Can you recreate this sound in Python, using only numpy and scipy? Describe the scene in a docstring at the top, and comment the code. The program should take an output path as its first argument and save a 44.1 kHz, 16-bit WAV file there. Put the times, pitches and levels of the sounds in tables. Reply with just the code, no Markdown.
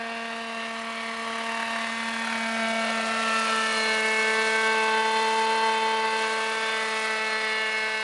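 """An open field in a faint breeze, one microphone above the grass. A petrol model helicopter passes low,
turns its tail to the microphone and climbs away. Its two-stroke exhaust buzzes with a colour that depends
on the side facing us; the blades rush, swish and briefly slap over a thin whine of gears. The ground
returns the sound a millisecond or two later, so a comb of notches sweeps down as the machine rises."""
import sys
import numpy as np
from scipy.fft import rfft, irfft, next_fast_len
from scipy.io import wavfile
from scipy.ndimage import map_coordinates

SR = 44100
rng = np.random.default_rng(int(sys.argv[2]) if len(sys.argv) > 2 else 0)


def put_to_file(sound):
    """Save the sound as 16-bit audio at rate SR, in the file named by the first command-line argument."""
    columns = np.atleast_2d(sound).T  # one column per channel
    safe = np.clip(columns, -1, 1)
    whole_steps = np.round(safe * 32767)
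    wavfile.write(sys.argv[1], SR, whole_steps.astype(np.int16))


N = 354117
STEP = 64  # samples between the values of a slow control


# Engine speed as it reaches the microphone. Each row: time in seconds, firings a second.
ENGINE_SPEED = [(0, 228.9), (0.3, 229.3), (0.6, 227), (1.0, 227.3), (2.2, 227.7), (2.6, 225.5),
                (3.0, 224.6), (3.3, 223.8), (3.65, 221.7), (4.0, 218.8), (4.55, 221.2), (4.9, 220.4),
                (5.55, 222.5), (6.0, 221.2), (6.7, 221.5), (7.2, 218.9), (8.03, 218.2)]

def engine():
    """Running count of the two-stroke's firings, slightly uneven in pace."""
    unevenness = 1 + 0.00064 * wobble(12) + 0.00149 * wobble(110)
    return np.cumsum(curves(ENGINE_SPEED)[0] * unevenness) / SR


# The pass: the helicopter approaches, is loudest going by, then fades a little as it climbs away.
# Each row: time in seconds, exhaust level in dB, its brightness in dB per octave, rotor wash in dB.
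PASS_LEVELS = [(0, -37.5, -0.3, -37), (1.0, -37, 0.2, -36.2), (1.7, -34.3, 0.6, -34),
               (2.6, -29, -0.5, -33.5), (3.35, -28.5, 0.05, -30), (4.5, -29.5, -0.3, -31.5),
               (5.0, -30.5, -0.8, -32.5), (5.5, -31.5, -1.14, -32), (6.2, -32.5, -0.3, -32.5),
               (6.6, -33.5, 0.5, -32.5), (7.2, -31.8, 0.9, -33.5), (8.03, -32.5, 2.5, -35.2)]

def exhaust(firing, blade, bearing):
    """The buzz: 25 engine orders (harmonics of the firing rate), chopped by each passing blade."""
    level_db, bright_db, _ = (curve[::STEP] for curve in curves(PASS_LEVELS))
    chop = puffs(blade, sharpness=0.079, scatter_db=0.58)
    buzz = np.zeros(N)
    for order in range(1, 26):
        unrest = min(order / 7.3, 1)  # the lowest orders are the steadiest
        tilt_db = bright_db * np.log2(order / 6)
        rocking_db = unrest * 0.93 * slow(2.926)  # each order fades as the machine rocks
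        db = level_db + tilt_db + radiation(order, bearing[::STEP]) + rocking_db
        buzz += partial(order, firing, db, flutter_db=0.52 * unrest, smear=0.085 * unrest ** 2)
    return chop * buzz


# The exhaust, from the first order up. Each row: level in dB from in front, level in dB from behind.
EXHAUST_ORDERS = [(-6, -11), (-17, -4), (-3, -11), (-13, -3), (-7, -7.5), (-13, -14), (-11.5, -9),
                  (-8, -5.5), (-16, -9), (-10.5, -2.5), (-14.5, -23.5), (-10.5, -9.5), (-18, -13.5),
                  (-28, -23), (-23, -23.5), (-28, -13), (-22.5, -23), (-25.5, -22), (-24, -19),
                  (-30, -24.5), (-27.5, -21.5)]
# The airframe beams (+) or shades (-) single orders, listed by order.
# Each row: bearing in degrees, width in degrees, gain in dB.
AIRFRAME_LOBES = {2: [(46, 16, 13)], 3: [(77.7, 8.74, -12.5), (117.95, 23.2, -9.5)], 4: [(57.3, 9.1, 9),
                  (81.6, 4.1, 6), (205, 22, 8)], 5: [(90, 14, -8), (139.3, 28, -11.5)],
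                  6: [(120.7, 20, 13.5), (176.9, 14.04, 5.5)], 7: [(181, 22, 7)], 8: [(137, 38, 1.5),
                  (192, 26, -2.5)], 9: [(76, 14, 6), (128, 12, -16), (159, 13, 4.5)], 10: [(117, 10, -10),
                  (200, 16, -8.5)], 12: [(57, 8.6, 5), (81.2, 21, -12), (112.5, 6.5, 6.5)],
                  13: [(132, 16, 4)], 14: [(201, 14, 12)], 15: [(80, 13, 7.5), (182, 15.9, 9.5)],
                  16: [(153, 12, -15)], 19: [(139.6, 13, 13.5), (166, 5.1, 6), (205, 12, 5.5)],
                  21: [(157, 12, -17)]}

def radiation(order, bearing):
    """Level in dB of one order toward the microphone: a blend of front and rear, plus its lobes."""
    row = min(order, len(EXHAUST_ORDERS))
    db = np.interp(bearing, [87, 162], EXHAUST_ORDERS[row - 1])
    db -= 2.5 * (order - row)  # orders above the table fall away
    return db + sum(gain_db * np.exp(-((bearing - toward) / width) ** 2)
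                    for toward, width, gain_db in AIRFRAME_LOBES.get(order, []))


def partial(order, cycles, level_db, flutter_db, smear):
    """One engine order; downwash and wind shake its level and phase, the high ones more."""
    shake = np.sqrt(order)
    jitter = smear * shake * (slow(14) + .6 * slow(60))
    gain = np.sqrt(2) * amp(level_db + flutter_db * shake * slow(9))
    phase = fine(jitter + 2 * np.pi * rng.random())
    return fine(gain) * np.sin(2 * np.pi * order * cycles + phase)


# Rushing air, and the roar heard side-on. Each row: frequency in Hz, relative level in dB.
WASH_COLOUR = [(60, -45), (150, -29), (300, -9), (400, -13.5), (500, -1.5), (620, 1), (800, -3.5),
               (1100, 2.5), (1500, 0), (2300, 0.5), (3000, -2), (4500, -8), (7000, -31.5)]
FLANK_COLOUR = [(450, -31), (570, -9), (660, 7), (740, 3), (900, -32), (3000, -70)]

def wash(firing, blade, bearing):
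    """Air throbs with the blades and is spat out at each firing; the open flank roars as it faces us."""
    _, _, level_db = curves(PASS_LEVELS)
    rotor = noise(WASH_COLOUR) * puffs(blade, sharpness=0.011, scatter_db=1.44)
    rasp = noise(WASH_COLOUR) * puffs(firing, sharpness=0.7, scatter_db=0.6)
    roar = noise(FLANK_COLOUR) * np.exp(-((bearing - 97) / 16) ** 2)
    return amp(level_db) * (amp(-3.5) * rotor + amp(-7.0) * rasp + amp(-8.5) * roar)


# Air torn at the tips, and blades cutting their own wake. Each row: time in seconds, level in dB.
TIP_LEVEL = [(0, -55), (2.2, -46.5), (3.15, -43.5), (3.35, -40.5), (4.45, -41), (4.95, -44.5), (5.3, -42.5),
             (6.0, -47), (6.2, -43), (6.7, -45), (7.0, -43), (7.2, -46.5), (8.03, -48)]
SLAP_LEVEL = [(0, -54), (1.3, -42), (1.55, -38), (1.78, -37), (1.95, -44.5), (2.3, -35), (2.8, -48.5)]
# The colours of that hiss and slap. Each row: frequency in Hz, relative level in dB.
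TIP_COLOUR = [(1500, -47), (3500, 1), (5200, 1.5), (7000, 0), (7900, -4), (8700, 0), (10300, -5.5),
              (11500, -38)]
SLAP_COLOUR = [(200, -22), (600, -9), (1100, 3.5), (1900, 7), (3000, -10.5), (7000, -19)]

def blades(blade):
    """The two tips hiss all round the disc, whistle in turn (one louder), and slap in the wake."""
    hiss = amp(1.36) * noise(TIP_COLOUR) * puffs(blade, sharpness=0.1, scatter_db=0.8)
    chirps = amp(-11) * tip_whistle(blade / 2) + amp(-16.5) * tip_whistle(blade / 2 + .5)
    slap = noise(SLAP_COLOUR) * puffs(blade, sharpness=2.5, scatter_db=1.2)
    return amp(curves(TIP_LEVEL)[0]) * (hiss + chirps) + amp(curves(SLAP_LEVEL)[0]) * slap


def tip_whistle(turns, shed_hz=8150, mach=.27, width_hz=650, lead_rad=.8, focus=6):
    """One tip sheds a narrow hiss; swinging toward the microphone, it chirps upward and flares."""
    angle = 2 * np.pi * turns
    doppler_hz = shed_hz / (1 - mach * np.cos(angle))
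    phase = 2 * np.pi * np.cumsum(doppler_hz) / SR
    band = lambda: filtered(rng.standard_normal(N), lambda hz: 1 / (1 + (hz / width_hz) ** 2))
    flare = np.exp(focus * (np.cos(angle + lead_rad) - 1))
    return unit((band() * np.cos(phase) + band() * np.sin(phase)) * flare)


# The drive train at the microphone. Each row: time in seconds, level in dB.
GEAR_LEVEL = [(0, -61), (3, -53), (5, -50), (6, -51), (7, -59), (8.03, -67)]
# Its tones. Each row: multiple of engine speed, relative level in dB.
GEAR_TONES = [(.571, -24), (1.571, -12), (4.585, -6), (5.71, -9), (9.42, -5), (11.46, 0)]

def gears(firing):
    """Thin tones of the tail rotor and its drive, geared to the engine."""
    whine = sum(partial(ratio, firing, db, flutter_db=1.6, smear=0.03) for ratio, db in GEAR_TONES)
    return amp(curves(GEAR_LEVEL)[0]) * whine


# The flight seen from the microphone. Each row: time in seconds, bearing in degrees
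# (0 nose-on, 180 tail-on), lag of the ground echo in milliseconds.
FLIGHT_PATH = [(0.0, 44, 1.17), (1.0, 35.0, 0.93), (2.0, 73.4, 1.117), (3.0, 100.0, 1.49),
               (3.5, 118.7, 1.66), (4.0, 149, 1.78), (4.5, 170, 1.82), (5.0, 196, 1.92), (5.5, 208.6, 1.95),
               (6.1, 195.7, 1.916), (7.1, 169, 1.56), (8.03, 155, 1.81)]

def fly_past(firing, firings_per_blade=6.13):
    """Engine and rotors turn together; the microphone hears them directly and off the ground."""
    bearing, lag_ms = curves(FLIGHT_PATH)
    blade = firing / firings_per_blade
    direct = exhaust(firing, blade, bearing) + gears(firing) + wash(firing, blade, bearing) + blades(blade)
    return direct + ground_echo(direct, lag_ms)


def ground_echo(x, lag_ms, share=0.29, soft_hz=5500):
    """The late bounce off the grass, which swallows the treble."""
    bounce = filtered(x, lambda hz: share / np.sqrt(1 + (hz / soft_hz) ** 4))
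    return map_coordinates(bounce, [np.arange(N) - lag_ms * SR / 1000], order=3)


# The air of the field, all round the microphone. Each row: frequency in Hz, relative level in dB.
BREEZE_COLOUR = [(20, -21), (38, -7), (100, -1), (250, -2.5), (1000, -30), (8000, -54)]

def breeze():
    """A faint, slowly swelling rumble of open air."""
    return amp(-65 + 0.83 * wobble(2.66)) * noise(BREEZE_COLOUR)


def puffs(cycles, sharpness, scatter_db):
    """An envelope of rms 1 that peaks once a cycle, each peak of its own size."""
    size = amp(scatter_db * rng.standard_normal(4096))[cycles.astype(int)]
    return unit(size * np.exp(-sharpness * (1 + np.cos(2 * np.pi * cycles))))


def noise(spectrum):
    """Noise of rms 1 with the colour of (Hz, dB) points."""
    points_hz, db = np.transpose(spectrum)
    colour = lambda hz: amp(np.interp(np.log(hz + 1), np.log(points_hz), db))
    return unit(filtered(rng.standard_normal(N), colour))


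def filtered(x, response):
    """x shaped by a gain that depends on frequency in Hz."""
    size = next_fast_len(N + 8192)
    return irfft(rfft(x, size) * response(np.fft.rfftfreq(size, 1 / SR)), size)[:N]


def curves(rows):
    """One value per sample for each column after the time."""
    seconds, *columns = np.transpose(rows)
    return [np.interp(np.arange(N) / SR, seconds, column) for column in columns]


def slow(rate):
    """A smooth random curve, rate knots a second, one value every STEP samples."""
    knots = rng.standard_normal(4096)
    return map_coordinates(knots, [np.arange(0, N, STEP) * rate / SR])


def fine(control):
    """A slow control filled in to one value per sample."""
    return np.interp(np.arange(N), np.arange(0, N, STEP), control)


def wobble(rate):
    """A smooth random curve, one value per sample."""
    return fine(slow(rate))


def amp(db):
    """Decibels to gain."""
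    return 10 ** (np.asarray(db) / 20)


def unit(x):
    """Scale to rms 1."""
    return x / np.sqrt(np.mean(x ** 2) + 1e-20)


def scene():
    """The helicopter over a much quieter breeze, in mono."""
    return (fly_past(engine()) + breeze())[None]


def record(dry):
    """The recorder keeps nothing above its band limit."""
    top_hz = 11250
    return filtered(dry[0], lambda hz: 1 / np.sqrt(1 + (hz / top_hz) ** 110))[None]


dry = scene()
out = record(dry)
put_to_file(out)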